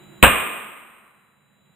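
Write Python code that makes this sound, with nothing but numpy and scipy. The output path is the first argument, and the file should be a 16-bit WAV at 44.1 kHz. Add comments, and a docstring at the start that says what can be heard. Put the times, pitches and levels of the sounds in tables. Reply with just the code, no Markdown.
"""A faint hum, a drone and a thin whine hang in a bare room. Then a terminal block shorts with one bang:
the arc cracks, its heated air shoves outward, and the flash-over roars as the drone cuts out.
The walls throw the bang back, narrow tones ring on in its tail, and the echo dies away into the hum.
A cheap camera overloads on the hit, ducks its gain and slowly recovers;
its low sample rate adds a gritty treble throughout."""
import sys
import numpy as np
from scipy import signal
from scipy.fft import rfft, irfft
from scipy.io import wavfile

SR = 44100
rng = np.random.default_rng(int(sys.argv[2]) if len(sys.argv) > 2 else 0)


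def put_to_file(sound):
    """Save the sound as 16-bit audio at rate SR, in the file named by the first command-line argument."""
    columns = np.atleast_2d(sound).T  # one column per channel
    safe = np.clip(columns, -1, 1)
    whole_steps = np.round(safe * 32767)
    wavfile.write(sys.argv[1], SR, whole_steps.astype(np.int16))


N = 77175
T = np.arange(N) / SR
HZ = np.fft.rfftfreq(N, 1 / SR)
ARC_S, PUSH_S, GUST_S, FLASH_S = .2273, .2298, .2312, .2338  # four cues so close they land as one hit

# The bright snap of the strike. Each row: frequency in Hz, relative level in dB.
CRACK_EQ = [(60, -16.5), (600, -7.5), (1500, -4), (2500, 4), (3300, -5), (4000, -10)]
# The ragged, mid-heavy roar. Each row: frequency in Hz, relative level in dB.
ROAR_EQ = [(60, -21), (130, -12.5), (190, -15.5), (260, -2.5), (400, -15.5), (520, -0.5), (650, -5.5),
           (820, -7), (1050, 0), (1400, -2.5), (1630, -0.5), (1920, -15), (2550, 2.5), (3200, -10),
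           (3900, -18)]
# Where the roar and its reverb lean. Each row: frequency in Hz, left minus right in dB.
ROAR_PAN = [(60, 5), (200, -3.5), (700, -4), (1200, -4), (2000, 3), (3300, -5)]
# The tight stereo image of the direct sound. Each row: frequency in Hz, left-right likeness (1 is mono).
DIRECT_IMAGE = [(60, .93), (300, .6), (1200, .85), (4000, .8)]
def arc():
    """A short bright crack as the arc strikes, then the roar of the flash-over."""
    hold_s, crack_t60_s = .0032, .018
    snap = (T > ARC_S) * amp(-60 * np.maximum(T - ARC_S - hold_s, 0) / crack_t60_s)
    crack = amp(18) * noise(CRACK_EQ, image=DIRECT_IMAGE) * snap
    roar = amp(28) * noise(ROAR_EQ, left_db=read(ROAR_PAN), image=DIRECT_IMAGE)
    return crack + roar * burst(FLASH_S, rise_s=.004, t60_s=.2)


# The low weight under the hit. Each row: frequency in Hz, relative level in dB.
BOOM_EQ = [(15, -24.5), (35, -7.5), (58, 3), (90, -3.5), (140, -10), (250, -14), (500, -33.5), (4000, -67)]
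def air_blast():
    """Heated air: a push and suction, a gust that meets the two mic ports in opposite senses, a boom."""
    push_length_s, gust_length_s = .0027, .0043
    age = np.maximum(T - PUSH_S, 0) / push_length_s  # the push turns to suction at 1
    push = -amp(21) * (age > 0) * (1 - age) * np.exp(-age) * amp([[0], [-5.5]])
    swing = np.sin(2 * np.pi * np.clip((T - GUST_S) / gust_length_s, 0, 1))
    gust = amp(20) * swing * np.array([[-1], [1]])
    boom = amp(14) * noise(BOOM_EQ, left_db=6, image=DIRECT_IMAGE)
    return push + gust + boom * burst(PUSH_S, rise_s=.003, t60_s=.29)


# The pitched ring-out. Each row: pitch in Hz, relative level in dB, seconds to fall 60 dB.
RING_TONES = [(539.2, 6.5, .3), (1051, 5.5, .85), (1192, 5.5, .85), (1220, 5, .85), (1603, 10, 0.46),
              (1774, 11.5, .3), (2415, 12.5, .55), (2452, 11, 0.76), (2834, 8.5, .5), (3220, 4, 0.24)]
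def ringing_tones():
    """Narrow tones ring on after the bang and colour its tail, left and right a little out of step."""
    rings = 0
    for hz, db, t60_s in RING_TONES:
        phase = 2 * np.pi * rng.random() + .54 * rng.standard_normal((2, 1))
        tone = amp(db) * np.sin(2 * np.pi * hz * T + phase)
        rings = rings + tone * burst(FLASH_S, rise_s=.004, t60_s=t60_s)
    return rings


# Hard slaps off the walls. Each row: start in seconds, relative level in dB.
WALL_SLAPS = [(.2545, 19), (.2655, 16.5), (0.2766, 14), (0.281, 16), (0.33, -0.5)]
# The colour of the dense reverb. Each row: frequency in Hz, relative level in dB.
REVERB_EQ = [(35, -53), (60, -14.5), (127, -26), (222, -8), (265, -14.5), (327, -9.5), (363, -9),
             (514, -8.5), (581, -10.5), (634, -7), (853, -12), (1050, -4), (1210, -2.5), (1320, -7.5),
             (1840, -9), (2660, -5.5), (3900, -20.5), (5070, -58.5), (8580, -120)]
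# How long the reverb hangs. Each row: band centre in Hz, seconds to fall 60 dB.
REVERB_DECAY = [(60, .6), (200, .85), (500, 0.79), (1200, 0.79), (2500, 0.92), (3900, 0.81)]
# The soft afterglow. Each row: frequency in Hz, relative level in dB.
AFTERGLOW_EQ = [(35, -17), (90, -20), (170, -12), (220, -2), (280, -10.5), (400, -7.5), (800, -8.5),
                (1050, -2), (1230, 0.5), (1500, -5), (1900, -5.5), (2550, -6.5), (3300, -18), (4000, -25.5)]
def room_echo():
    """The walls return a few slaps, a dense tail whose bands die at their own speeds, and an afterglow."""
    slaps = noise(ROAR_EQ) * sum(amp(db) * burst(s, rise_s=.0005, t60_s=.043) for s, db in WALL_SLAPS)
    wash = rfft(noise(REVERB_EQ, left_db=read(ROAR_PAN)))
    tail, bloom_s = 0, .0057
    for hz, t60_s in REVERB_DECAY:
        band = read([(centre, float(centre == hz)) for centre, _ in REVERB_DECAY])
        tail = tail + irfft(wash * band, N) * burst(FLASH_S, bloom_s, t60_s)
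    afterglow = amp(3.5) * noise(AFTERGLOW_EQ) * burst(FLASH_S, bloom_s, t60_s=1.34)
    return slaps + amp(16) * tail + afterglow


# Mains hum and the tones of running equipment. Each row: pitch in Hz, relative level in dB.
HUM_TONES = [(120, -64.5), (144, -59), (198, -56)]
# A narrow, low-mid drone. Each row: frequency in Hz, relative level in dB.
DRONE_EQ = [(100, -42), (280, -22.5), (322, 1), (365, -1.5), (410, -9.5), (500, -30.5), (1000, -51)]
# The dull bed of room tone. Each row: frequency in Hz, relative level in dB.
ROOM_TONE_EQ = [(20, -24), (60, -14), (110, -6), (170, -2), (215, -2), (270, -11.5), (450, -13.5),
                (700, -13.5), (1100, -16.5), (1900, -16), (2800, -19), (3800, -25.5)]
def background():
    """Room tone, wavering equipment hum, an electronic whine, and a drone that stops with the short."""
    hum = 0
    for hz, db in HUM_TONES:
        waver = unit_rms(irfft(rfft(rng.standard_normal(N)) * np.exp(-HZ / 8), N))
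        hum = hum + amp(db) * (1 + .16 * waver) * np.sin(2 * np.pi * (hz * T + rng.random()))
    whine = amp(-57) * np.sin(2 * np.pi * 3934 * T) * amp([[0], [-4.5]])  # leans left
    drone = amp(-52) * noise(DRONE_EQ) * (T < FLASH_S)
    bed = amp(-48) * noise(ROOM_TONE_EQ) + drone + np.sqrt(2) * hum
    return bed * amp([[-3.5], [0]]) + np.sqrt(2) * whine


# The wider stereo image of the room. Each row: frequency in Hz, left-right likeness (1 is mono).
ROOM_IMAGE = [(60, 0.49), (130, 0.77), (250, 0.12), (700, 0.56), (1200, .8), (2400, 0.32), (3500, 0.24)]
def noise(eq, left_db=0, image=ROOM_IMAGE):
    """Stereo noise at rms 1, with its colour, pan and width set across frequency."""
    a, b = rfft(rng.standard_normal((2, N)))
    likeness = np.clip(read(image), -1, 1)
    mid, side = a * np.sqrt(1 + likeness), b * np.sqrt(1 - likeness)
    pair = np.array([(mid + side) * amp(left_db / 2), (mid - side) * amp(-left_db / 2)])
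    return unit_rms(irfft(pair * amp(read(eq)), N))


def burst(start_s, rise_s, t60_s):
    """Envelope: a straight attack, then a fall of 60 dB every t60_s."""
    age = np.maximum(T - start_s, 0)
    return np.minimum(age / rise_s, 1) * amp(-60 * np.maximum(age - rise_s, 0) / t60_s)


def amp(db):
    """Decibels to gain."""
    return 10 ** (np.asarray(db) / 20)


def unit_rms(x):
    """Scales to rms 1."""
    return x / np.sqrt(np.mean(x ** 2) + 1e-20)


def read(points):
    """Joins (Hz, value) points into a curve on a log-frequency axis."""
    hz, value = np.transpose(points)
    return np.interp(np.log(HZ + 1), np.log(hz + 1), value)


def lowpass(x, edge_hz):
    """Steep treble cut."""
    taps = signal.firwin(1023, edge_hz, window=("kaiser", 8), fs=SR)
    return signal.oaconvolve(x, taps[None], "same")


def smooth(x, seconds):
    """One-pole lag."""
    pole = np.exp(-1 / (seconds * SR))
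    return signal.lfilter([1 - pole], [1, -pole], x)


def scene():
    """The bang and its echo over the background."""
    bang = arc() + air_blast() + ringing_tones() + room_echo()
    return amp(-2.5) * bang + background()


def record(dry):
    """The camera ducks, saturates and narrows the sound; held samples mirror it into gritty treble."""
    threshold_db, recovery_db_per_s = -5.5, 11.5
    preamp_ceiling, bass_cut_hz, hold_samples = .93, 20, 4
    power_db = 10 * np.log10(smooth((dry ** 2).mean(0), seconds=.015) + 1e-12)
    recovery_db = recovery_db_per_s * T
    peak_db = np.maximum.accumulate(power_db + recovery_db) - recovery_db  # jumps up, sinks slowly
    duck_db = smooth(np.maximum(peak_db - threshold_db, 0), seconds=.0046)
    squashed = preamp_ceiling * np.tanh(dry * amp(-duck_db) / preamp_ceiling)
    squashed = squashed - smooth(squashed, 1 / (2 * np.pi * bass_cut_hz))
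    narrow = np.clip(lowpass(squashed, edge_hz=4060), -1, 1)
    held = np.repeat(narrow[:, ::hold_samples], hold_samples, axis=1)[:, :N]
    return lowpass(held, edge_hz=15127)


dry = scene()
out = record(dry)
put_to_file(out)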